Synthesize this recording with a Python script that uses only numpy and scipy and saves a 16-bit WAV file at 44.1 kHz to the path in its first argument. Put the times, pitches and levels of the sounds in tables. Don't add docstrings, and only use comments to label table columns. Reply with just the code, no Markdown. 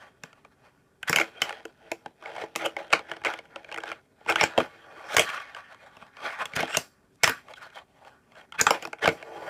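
import sys
import numpy as np
from scipy import signal
from scipy.fft import rfft, irfft, next_fast_len
from scipy.io import wavfile
from scipy.ndimage import uniform_filter1d, map_coordinates

SR = 44100
rng = np.random.default_rng(int(sys.argv[2]) if len(sys.argv) > 2 else 0)


def generate_wav(signal):
    frames = np.transpose(np.atleast_2d(signal))
    scaled = np.clip(frames, -1, 1) * 32767
    pcm = np.round(scaled).astype(np.int16)
    wavfile.write(sys.argv[1], SR, pcm)


def convert_level_to_amplitude(level_db):
    exponent = np.asarray(level_db, float) / 20
    return 10 ** exponent


N = 418509
LONG = 16384

# f/Hz, width/Hz, level/dB
TABLE_MODES = [(90, 57, -0.5), (161, 66, 5), (256, 43, 4)]
BOX_MODES = [(330, 18, -6.5), (452.2, 29, -1), (554.6, 45, -3), (641, 59, -1), (750, 110, -5),
             (832.4, 59, -0.5), (1000, 34, -9)]
DECK_MODES = [(1170, 82, -7.5), (1460, 120, 0), (1640, 190, -7), (1810, 300, -5), (2180, 55, -4),
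              (2450, 110, -4.5), (2695, 200, -11.5), (3200, 240, -8.5)]
AXLE_MODES = [(4700, 1500, -2), (5510, 150, 3), (5940, 1000, -3.5), (7460, 430, 0), (9300, 630, -14),
              (12300, 18000, -9)]


def unit(x):
    return x / np.sqrt(np.mean(x ** 2) + 1e-20)


def peak(spectrum):
    return spectrum / np.abs(irfft(spectrum, LONG)).max()


def along(points, hz):
    f, value = np.transpose(points)
    return np.interp(np.log(hz + 1), np.log(f + 1), value)


def filtered(x, response):
    m = next_fast_len(len(x) + 8192)
    hz = np.fft.rfftfreq(m, 1 / SR)
    smooth = np.interp(hz, hz[::16], response(hz[::16]))
    return irfft(rfft(x, m) * smooth, m)[:len(x)]


def wobble(rate):
    knots = rng.standard_normal(int(N * rate / SR) + 4)
    return map_coordinates(knots, [np.arange(N) * rate / SR])


def body(modes, hz, damping=0.33):
    fc, width, db = np.transpose(modes)[..., None]
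    sign = (-1.0) ** np.arange(len(modes))[:, None]
    return np.sum(sign * convert_level_to_amplitude(db) / (1 - 1j * (fc ** 2 - hz ** 2) / (hz * width * damping + 1e-9)), axis=0)


def colour(modes, hz, damping):
    return np.sqrt(sum(np.abs(body([mode], hz, damping=damping)) ** 2 for mode in modes))


def during(s, spans):
    return sum((s > a) & (s < b) for a, b in spans) > 0


def on_box(s):
    # from/s, to/s
    stays = [
        (1.12, 5.085),
        (6.52, 6.7),
        (8.69, 9.5),
    ]
    return during(s, stays)


def on_edge(s):
    # from/s, to/s
    slides = [
        (4.65, 5.16),
        (9.12, 9.5),
    ]
    return during(s, slides)


def air():
    # f/Hz, density/dB per Hz
    tone = [(13, -31.5), (22, -12.5), (129, -4), (196, -6.5), (296, -5), (340, -24), (370, -3), (501, -15),
            (3470, -37.5), (11400, -34.5), (16300, -39.5)]
    hum = unit(filtered(rng.standard_normal(N), lambda hz: convert_level_to_amplitude(along(tone, hz))))
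    return convert_level_to_amplitude(-64 + 0.38 * wobble(1.3)) * hum


def echoes(count):
    # f/Hz, t60/s
    decay = [(150, 0.21), (1000, 0.14), (4000, 0.13), (12000, 0.11)]
    hz, t, z = signal.stft(rng.standard_normal((count, LONG // 2)), SR, nperseg=256)
    fading = z * convert_level_to_amplitude(-60 * (t / along(decay, hz)[:, None]) ** 1.25)
    tails = signal.istft(fading, SR, nperseg=256)[1][:, :LONG // 2]
    tails = tails * np.clip(np.arange(LONG // 2) / SR / 0.002, 0, 1) ** 2
    return rfft(tails / np.linalg.norm(tails, axis=1, keepdims=True), LONG)


def diffuse(ring, room, width):
    hz = np.fft.rfftfreq(LONG, 1 / SR)
    blurred = np.sqrt(np.abs(uniform_filter1d(np.abs(ring) ** 2, width)))
    return blurred * room * hz ** 2 / (hz ** 2 + 90 ** 2)


def hits():
    # t/s, peak/dB, box knock/dB, axle click/dB, deck note f/Hz
    clacks = [(2.928, -10, -16.5, -18, 2690), (1.1295, -11, -20.5, -2.5, 2194), (1.1604, -8, -20, 0, 3000),
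              (1.1858, -10.5, -17, -8.5, 2165), (1.4189, -10.5, -26, -2.5, 3010),
              (1.6532, -31.5, -3, -4, 2580), (1.917, -20.5, -5, -2.5, 1640), (2.5602, -12.5, -18, -1, 2650),
              (2.6603, -20, -4, -5, 2450), (4.299, -18.5, -10.5, 3, 2666), (4.411, -7.5, -22, -14, 1457),
              (4.438, -10, -46.5, -7.5, 1590), (5.167, -4, -19.5, 1, 1855), (5.1825, -10, -13, -4.5, 3080),
              (5.195, -3, -17.5, -1.5, 2420), (6.456, -22, -25.5, -5.5, 3360),
              (6.5938, -23.5, -15.5, -10, 2380), (7.235, -7.5, -14, 3.5, 2250),
              (7.2418, -6, -26, -2.5, 3270), (7.2768, -7, -18, -4, 1384), (8.6675, -5, -14, -10, 1190),
              (8.7071, -9, -8, -2.5, 1000), (8.8253, -26.5, -10.5, -3.5, 2410), (8.852, -24, -9, -4, 1230)]
    # t/s, peak/dB, box knock/dB, axle click/dB, deck note f/Hz
    slams = [(0.236, -29, -13, -0.5, 1590), (1.0963, -15, -12.5, 8.5, 1460), (2.0603, -32, -3.5, -46, 1550),
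             (2.4382, -35, 6, -38, 1340), (3.2172, -39.5, -5, -25, 1660), (4.2626, -34.5, -2.5, -12, 960),
             (4.4318, -14.5, -6, -12, 1600), (4.578, -14.5, 3.5, -8.5, 3130), (4.5865, -17, -15, -15, 1460),
             (4.603, -17, -10, -31, 1170), (5.9687, -40, -13, -7, 1080), (6.0247, -35.5, -29, -33, 1130),
             (6.536, -28.5, -21, -31, 2263), (6.564, -17.5, -29.5, -3, 1800), (6.6054, -21, -27, -2, 1616),
             (6.6294, -19, -2.5, -40, 1460), (6.7706, -16, -7.5, 11.5, 2800), (7.2952, -18.5, -12, 5, 1550),
             (8.6127, -17, -11, 14, 1370), (8.8737, -32, -5, -10, 996), (9.044, -21, -8, -30, 3040),
             (9.0766, -9, -4.5, -8, 1480)]
    # t/s, peak/dB, box knock/dB, deck note f/Hz
    taps = [(0.4491, -40.5, -8.5, 1220), (1.0297, -23.5, -21, 1560), (1.1712, -15, -17, 2250),
            (1.1996, -13.5, -10.5, 1460), (1.2133, -14, -18, 2180), (1.494, -24, -29, 1460),
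            (2.7667, -23, -4.5, 2210), (2.382, -33, -15, 2200), (3.455, -45.5, -21, 1490),
            (4.21, -55.5, 7.5, 1207), (8.049, -44, -9, 1403), (8.32, -47.5, -24, 3200),
            (2.9333, -6, -12.5, 1414), (3.1159, -18.5, -14, 1380), (3.249, -17, -11.5, 2540),
            (3.269, -17, -32, 2180), (3.338, -25, -7.5, 2360), (3.5599, -28, -6, 1260),
            (3.7438, -24.5, -13.5, 2140), (3.7832, -23, -13.5, 1640), (3.917, -22.5, -12, 1370),
            (4.3232, -15.5, -10.5, 1460), (4.358, -10.5, -15.5, 1570), (5.291, -27, -25, 1360),
            (8.523, -30, -29, 1360), (8.9307, -23, -10, 1600), (9.058, -11, -19, 1580)]
    # t/s, peak/dB, deck note f/Hz
    ticks = [(0.3302, -41.5, 1387), (1.5066, -30, 1400), (1.5262, -29, 1410), (2.225, -37, 1180),
             (2.2584, -31, 2250), (2.4155, -31, 2180), (2.6192, -28, 2180), (2.9926, -27.5, 2200),
             (3.1675, -31.5, 1560), (3.3896, -30, 2200), (3.6459, -36, 1600), (3.7159, -31, 1640),
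             (3.7249, -27.5, 2590), (3.776, -25.5, 1450), (3.8364, -25.5, 1580), (3.8788, -31, 1590),
             (3.8909, -48, 1610), (5.3771, -29.5, 1220), (5.402, -32.5, 1550), (5.5481, -29.5, 1550),
             (5.566, -32.5, 1190), (5.725, -38, 1550), (6.1692, -36, 1100), (7.4845, -37.5, 1160),
             (7.537, -34, 3360), (7.6229, -43, 1493), (7.7667, -40, 3040), (7.786, -37, 1400),
             (8.986, -42, 2060), (9.2271, -30.5, 1640)]
    # t/s, peak/dB, deck note f/Hz
    further_ticks = [(2.293, -42, 2200), (2.317, -39, 2200), (2.3641, -29, 875), (2.399, -36, 1270),
                     (2.554, -25, 2300), (3.69, -38, 1600), (3.7005, -46, 1500), (3.7615, -28, 2080),
                     (3.804, -35.5, 1500), (3.818, -41, 1500), (3.857, -35, 1510), (3.867, -38, 1610),
                     (3.9, -33, 1600), (3.927, -33, 2180), (6.2213, -43, 1400), (6.2557, -33, 2460),
                     (6.3047, -28.5, 1140), (6.067, -45, 1160), (6.4212, -26.5, 1180), (6.6791, -29.5, 1730),
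                     (6.7076, -32.5, 2530), (6.7475, -17, 2870), (7.7025, -46, 1330), (7.99, -57, 1440),
                     (8.3543, -44, 1640), (8.3667, -47, 1380), (8.3842, -47, 1500), (8.4126, -43, 1460),
                     (1.1404, -24, 1810), (2.9048, -34, 845), (2.9204, -33, 2000), (3.0908, -41, 2200),
                     (3.099, -42, 1460), (3.1364, -36, 2230), (3.238, -31, 1860), (3.2564, -16.5, 2150),
                     (3.2624, -19.5, 2270), (3.2804, -25, 2080), (4.2923, -16.5, 2180), (5.746, -39.5, 1200),
                     (9.0895, -17.5, 1490), (8.993, -42, 2500)]
    clack_thud_db, slam_thud_db, tap_thud_db, tick_thud_db = -26.5, -11, -30.5, -43.5
    tap_click_db, tick_click_db, further_click_db = -30, -32, -22.5

    def light(events, click_db):
        rows = []
        for s, db, note_hz in events:
            knock_db = -10.5 if on_box(s) else -17
            rows.append((s, db, tick_thud_db, knock_db, click_db, note_hz))
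        return rows

    rows = [(s, db, clack_thud_db, *rest) for s, db, *rest in clacks]
    rows += [(s, db, slam_thud_db, *rest) for s, db, *rest in slams]
    rows += [(s, db, tap_thud_db, knock_db, tap_click_db, hz) for s, db, knock_db, hz in taps]
    rows += light(ticks, tick_click_db)
    return np.array(sorted(rows) + light(further_ticks, further_click_db))


def bumps(per_s, spread_db, smooth_db):
    hit = rng.random(N) < per_s / SR
    size = convert_level_to_amplitude(spread_db * np.minimum(rng.exponential(size=N), 3.5)) * rng.standard_normal(N)
    return unit(unit(hit * size) + convert_level_to_amplitude(smooth_db) * rng.standard_normal(N))


def patches(x, patchy_db):
    z = signal.stft(x, nperseg=512)[2]
    field = uniform_filter1d(rng.standard_normal(z.shape), size=7, axis=0)
    field = uniform_filter1d(field, size=12, axis=1)
    field = field - uniform_filter1d(field, size=60, axis=0)
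    return signal.istft(z * convert_level_to_amplitude(patchy_db * unit(field)), nperseg=512)[1][:N]


def swells(top_s, rise_s, fall_s, top_db, rest_db):
    t = np.arange(0, N / SR + .002, .002)[:, None]
    away = np.maximum((top_s - t) / rise_s, (t - top_s) / fall_s)
    power = np.sum(convert_level_to_amplitude(top_db - 20 * away) ** 2, axis=1) + convert_level_to_amplitude(rest_db) ** 2
    return np.interp(np.arange(N) / SR, t[:, 0], np.sqrt(power))


def effort():
    # fastest at t/s, rise/s, fall/s, deck level/dB, finger weight/dB
    box_pushes = [(1.211, 0.094, 0.072, -34, 2), (1.46, .17, 0.19, -40, -2),
                  (1.92, 0.22, 0.091, -55.5, 1.5), (2.08, 0.091, 0.058, -58.5, 4),
                  (2.267, 0.07, 0.3, -44, 2), (2.422, 0.097, 0.057, -38.5, 3), (2.58, .045, 0.15, -60, 0),
                  (2.661, 0.092, 0.073, -39.5, 6), (2.79, 0.032, 0.12, -41.5, 4.5),
                  (2.95, 0.17, 0.12, -51.5, 7.5), (3.12, 0.12, 0.13, -46, 0.5),
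                  (3.28, 0.035, 0.12, -34.5, 3), (3.58, 0.1, 0.13, -53, 5), (3.75, 0.4, 0.19, -55.5, 3),
                  (3.891, 0.097, 0.082, -38, 0.5), (4.31, 0.074, 0.63, -42, -20.5),
                  (4.46, 0.14, 0.057, -30.5, 0.5), (4.608, 0.053, 0.052, -30, 7.5),
                  (5.1, 0.49, 0.18, -48, 3.5), (8.75, 0.11, 0.054, -33, 5.5), (8.85, 0.18, 0.078, -48, 0),
                  (9.051, 0.028, 0.06, -28, 5), (9.18, 0.042, 0.87, -50.5, -10), (9.49, 0.49, .45, -44, 8)]
    # fastest at t/s, rise/s, fall/s, deck level/dB, finger weight/dB
    free_pushes = [(0.0, .1, 0.15, -51, 0.5), (.26, 0.076, 0.26, -56, -6), (.65, 0.089, 0.11, -58.5, 0.5),
                   (1.1, 0.035, 0.14, -34.5, -11.5), (5.2, 0.055, 0.46, -34, -15.5),
                   (5.36, 0.43, 0.099, -34, -11), (5.57, 0.12, 0.1, -46, -3.5),
                   (5.72, 0.063, 0.059, -46.5, -4), (5.84, 0.063, 0.2, -53.5, 1.5),
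                   (6.04, 0.19, 0.075, -51, -1.5), (6.25, 0.08, 0.18, -33, -7.5),
                   (6.42, 0.049, 0.062, -32.5, 0), (6.6, 0.059, 0.13, -28, -3),
                   (6.78, 0.48, 0.082, -41.5, -6), (7.279, 0.043, 0.098, -28.5, -16),
                   (7.51, 0.047, 0.044, -46.5, 4), (7.64, 0.1, 0.13, -47.5, -2.5),
                   (7.78, 0.049, 0.05, -43, -2), (8.08, 0.16, 0.12, -56, 5.5),
                   (8.4, 0.096, 0.068, -50, -0.5), (8.62, 0.052, 0.22, -55, 0)]
    box_rest_db, deck_rest_db, axle_rest_db = -78, -74.5, -86
    buzz_db, buzz_rise_s, buzz_fall_s = -37, .012, .095
    *when, deck_db, weight_db = np.transpose(box_pushes + free_pushes)
    s, db, _, _, click_db, _ = hits().T
    box = swells(*when, deck_db + weight_db, box_rest_db)
    deck = swells(*when, deck_db, deck_rest_db)
    buzz = swells(s + buzz_rise_s, buzz_rise_s, buzz_fall_s, db + click_db + buzz_db, axle_rest_db)
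    return np.array([box, deck, np.hypot(convert_level_to_amplitude(-33) * box, buzz)])


def crumbs():
    axle_pings = [(6200, 1500, -1.5), (8500, 2500, -11)]
    snaps = bumps(per_s=450, spread_db=3.5, smooth_db=-20)

    def ping(hz):
        return body(DECK_MODES, hz, damping=1.6) + convert_level_to_amplitude(-19) * body(axle_pings, hz, damping=0.83)

    return unit(filtered(snaps, ping))


def rolling():
    t = np.arange(N) / SR
    boxed, sliding = on_box(t), on_edge(t)
    box_gain, deck_gain, grit_gain = effort()
    wheels = boxed & ~sliding
    waver = unit(convert_level_to_amplitude(2.5 * wobble(40)))
    grainy = bumps(per_s=350, spread_db=2.5, smooth_db=4.0)
    smooth = bumps(per_s=310, spread_db=1.0, smooth_db=7.0)
    force = patches(np.where(wheels, grainy, smooth) * waver, patchy_db=2.4)

    def pressed_deck(hz):
        modes = DECK_MODES + [(4000, 1600, -19.5)]
        return colour(modes, hz, damping=0.97) / np.hypot(1, hz / 2600)

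    def loose_deck(hz):
        modes = DECK_MODES + [(1150, 40, 1.2), (4000, 1600, -20)]
        return colour(modes, hz, damping=0.65) / np.hypot(1, hz / 1600)

    hollow = unit(filtered(force, lambda hz: body(BOX_MODES, hz, damping=0.84) + convert_level_to_amplitude(-22.5) * body(TABLE_MODES, hz)))
    solid = unit(filtered(force, lambda hz: colour(BOX_MODES[2:], hz, damping=1.2)))
    pressed = unit(filtered(force, pressed_deck))
    loose = unit(filtered(force, loose_deck))
    rub = force + convert_level_to_amplitude(5.0) * rng.standard_normal(N)
    grit = unit(filtered(rub, lambda hz: colour(AXLE_MODES, hz, damping=0.4)))
    crumb_gain = convert_level_to_amplitude(-9 - 6 * ~boxed) * ~sliding
    deck = np.where(wheels, pressed, loose) + crumb_gain * crumbs()
    slide_gain = convert_level_to_amplitude(9 * sliding)
    return box_gain * np.where(boxed, hollow, solid) + deck_gain * deck + grit_gain * slide_gain * grit


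def single_notes(top):
    # t/s, length/s, peak/dB, f/Hz, width/Hz
    sings = [(1.405, .016, -39, 3380, 300), (2.337, .024, -48, 6200, 1200), (2.424, .028, -46, 6000, 1000),
             (2.65, .026, -34, 5800, 900), (4.962, 0.027, -46, 350, 60), (4.97, 0.067, -40, 830, 100),
             (5.017, 0.2, -39, 5400, 300), (5.07, 0.089, -41, 3770, 300), (5.1, 0.049, -35, 2200, 200),
             (5.129, 0.032, -19.5, 574, 120), (5.288, 0.02, -25, 2300, 250), (5.308, 0.03, -32, 1500, 150),
             (5.33, 0.027, -23.5, 1150, 120), (5.4, 0.019, -43, 1510, 150), (5.412, 0.016, -35, 1500, 120),
             (6.662, .07, -34.5, 7660, 600), (6.908, 0.53, -57.5, 4000, 5000),
             (7.138, 0.028, -46.5, 6000, 5020), (7.49, 0.018, -43.5, 760, 200),
             (7.55, 0.028, -46, 3160, 200), (7.562, 0.031, -36.5, 1480, 100),
             (7.608, 0.034, -32, 1410, 150), (7.652, 0.025, -42, 620, 100), (7.718, .024, -45, 1430, 121),
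             (7.72, 0.088, -41, 3190, 198), (7.746, 0.019, -37.5, 660, 119), (1.072, .02, -15, 1606, 252),
             (1.096, .025, -26.5, 350, 80), (4.38, 0.032, -23, 2210, 150), (5.109, .054, -19.5, 1404, 150),
             (6.382, 0.024, -31, 1110, 400), (6.29, .06, -32, 2270, 199), (8.583, 0.029, -12.5, 1470, 250),
             (8.627, 0.026, -30, 477, 100), (5.796, 0.069, -59, 1140, 250)]
    # t/s, peak/dB, f/Hz, width/Hz
    thumps = [(1.419, -17.5, 750, 200.6), (1.4935, -28.5, 810, 100), (1.507, -26.5, 826, 100),
              (1.654, -40, 330, 40), (1.918, -28, 335, 24.9), (2.061, -26.5, 804, 200),
              (2.439, -23, 525, 120), (2.381, -27.5, 700, 60), (2.4155, -31, 750, 80),
              (4.438, -11, 840, 90), (2.767, -23, 850, 150), (2.93, -10.5, 800, 120),
              (3.838, -25.5, 725, 121), (4.412, -11.5, 830, 90), (5.168, -21.5, 550, 80.4),
              (5.196, -16.5, 620, 80), (8.612, -23, 494, 100), (8.707, -11, 564, 100), (4.3, -21, 760, 150),
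              (4.431, -12, 800, 90), (4.5785, -10.5, 720, 150), (9.078, -9, 553, 100),
              (2.662, -21, 750, 150)]
    out, t = np.zeros(N + LONG), np.arange(LONG // 4) / SR
    rough = bumps(per_s=900, spread_db=3, smooth_db=0)
    for s, length, db, hz, width in sings + [(s, 0, *rest) for s, *rest in thumps]:
        start, u = round(s * SR), np.linspace(0, 1, round(length * SR))
        if len(u):
            force = rough[start:start + len(u)] * np.sin(np.pi * u ** top)
        else:
            force = np.hanning(12)
        note = np.exp(-np.pi * width * t) * np.cos(2 * np.pi * hz * t)
        ring = signal.fftconvolve(force, note)
        out[start:][:len(ring)] += convert_level_to_amplitude(db) * ring / np.abs(ring).max()
    return out[:N]


def voices():
    hz = np.fft.rfftfreq(LONG, 1 / SR)
    parts = []
    for modes, damping in [(DECK_MODES, 1.49), (AXLE_MODES, 3.03), (BOX_MODES, 0.9), (TABLE_MODES, 0.43)]:
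        rows = [(-1) ** k * body([mode], hz, damping=damping) for k, mode in enumerate(modes)]
        parts.append(np.array(rows))
    return parts


def struck(force, rows, shift, note_db, crack_db, thud_db, knock_db, click_db, note_hz):
    hz = np.fft.rfftfreq(LONG, 1 / SR)
    places = (0, 26, 9, 16)
    deck, axles, box, table = (convert_level_to_amplitude(shift[at:at + len(part)]) @ part for at, part in zip(places, rows))
    push = force / (1 + 1j * hz / 900)
    deck = deck + convert_level_to_amplitude(note_db) * body([(note_hz, 350, 0)], hz) + convert_level_to_amplitude(-18.5) * body([(3610, 540, 0)], hz)
    deck = deck + convert_level_to_amplitude(crack_db) * body([(1800, 3630, 0)], hz, damping=0.88) ** 2
    ring = peak(force * deck / (1 + 1j * hz / 7200))
    ring = ring + convert_level_to_amplitude(click_db + 4.0) * peak(force * axles)
    return ring + convert_level_to_amplitude(knock_db + 3.0) * peak(push * box) + convert_level_to_amplitude(thud_db - 2.0) * peak(push * table)


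def skids(room_db, scatter_db, top):
    # t/s, length/s, peak/dB, grit/dB, deck note f/Hz
    strokes = [(1.074, 0.021, -24, -13, 1720), (1.19, 0.035, -22.5, -4, 2244),
               (1.34, 0.059, -39, -34, 3200), (2.575, 0.065, -26, -27.5, 2320),
               (2.64, 0.0303, -20, -10, 2960), (2.89, 0.038, -37, -20, 2434),
               (3.245, 0.037, -24.5, -33.5, 2380), (4.27, 0.051, -14.5, -19, 2465),
               (4.37, 0.062, -17, -46, 2085), (5.09, .078, -23.5, -15.5, 1380),
               (6.386, 0.048, -21.5, -43, 1040), (6.55, 0.022, -23, -7, 1820),
               (6.7, 0.079, -20.5, -10.5, 2810), (8.574, 0.05, -15, -29, 1555),
               (8.81, 0.037, -35.5, -9, 2500), (9.012, 0.037, -17.5, -41, 1450),
               (7.61, 0.05, -46, -24, 4300), (8.53, 0.0356, -35, -32, 897)]
    out, rooms, parts = np.zeros(N + LONG), echoes(count=5), voices()
    shifts = scatter_db * rng.standard_normal((len(strokes), 32))
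    rough = bumps(per_s=1200, spread_db=1.5, smooth_db=3)
    for k, (s, length, db, grit_db, note_hz) in enumerate(strokes):
        start, u = round(s * SR), np.linspace(0, 1, round(length * SR))
        force = rough[start:start + len(u)] * np.sin(np.pi * u ** top)
        knock_db = -7.5 if on_box(s) else -20.5
        ring = struck(rfft(force, LONG), parts, shifts[k], note_db=5.1, crack_db=-30.5, thud_db=-26.5,
                      knock_db=knock_db, click_db=grit_db, note_hz=note_hz)
        wet = 1 + convert_level_to_amplitude(room_db) * rooms[k % len(rooms)]
        out[start:][:LONG] += convert_level_to_amplitude(db) * irfft(ring * wet, LONG)
    return out[:N]


def contacts(room_db, scatter_db, chatter_s, chatter_db, swell_db):
    lead, hollow = 176, 9
    out, t = np.zeros(N + LONG), (np.arange(lead + 300) - lead) / SR
    rooms = echoes(count=9) * np.exp(-2j * np.pi * np.fft.rfftfreq(LONG) * lead)
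    rows, parts = hits(), voices()
    shifts = scatter_db * rng.standard_normal((len(rows), 32))
    shifts[:, hollow] = np.where(on_box(rows[:, 0]), 4, -9)
    swell = convert_level_to_amplitude(swell_db) * np.exp(t / 0.0011)
    rattle = convert_level_to_amplitude(chatter_db) * np.exp(-t / chatter_s)
    forces = rng.standard_normal((len(rows), len(t))) * np.where(t < 0, swell, rattle) + (t == 0)
    for k, (s, db, *voice) in enumerate(rows):
        wet = convert_level_to_amplitude(room_db + 0.53 * db)
        ring = struck(rfft(forces[k], LONG), parts, shifts[k], 4.5, -8, *voice)
        answer = diffuse(ring, rooms[k % len(rooms)], width=130)
        out[round(s * SR) - lead:][:LONG] += convert_level_to_amplitude(db + 2.5) * irfft(ring + wet * answer, LONG)
    return out[:N]


def scene():
    blows = contacts(room_db=-4, scatter_db=4.5, chatter_s=0.0025, chatter_db=-18.5, swell_db=-25.5)
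    strokes = skids(room_db=-10.0, scatter_db=4, top=1.45)
    return (blows + strokes + rolling() + air() + single_notes(top=1.4))[None]


def band_limit(x):
    return signal.sosfilt(signal.butter(12, 16490, fs=SR, output="sos"), x)


def record(dry):
    # f/Hz, level/dB
    mic = [(20, -9), (60, -1.5), (9000, -0.5), (13000, -5.5), (15200, -6), (15500, -22.5), (16400, -31),
           (16600, -93)]
    held = dry[0] / (1 + np.abs(dry[0] / .8) ** 4) ** (1 / 4)
    soft = filtered(held, lambda hz: convert_level_to_amplitude(along(mic, hz)))[None]
    return band_limit(soft)


dry = scene()
out = record(dry)
generate_wav(out)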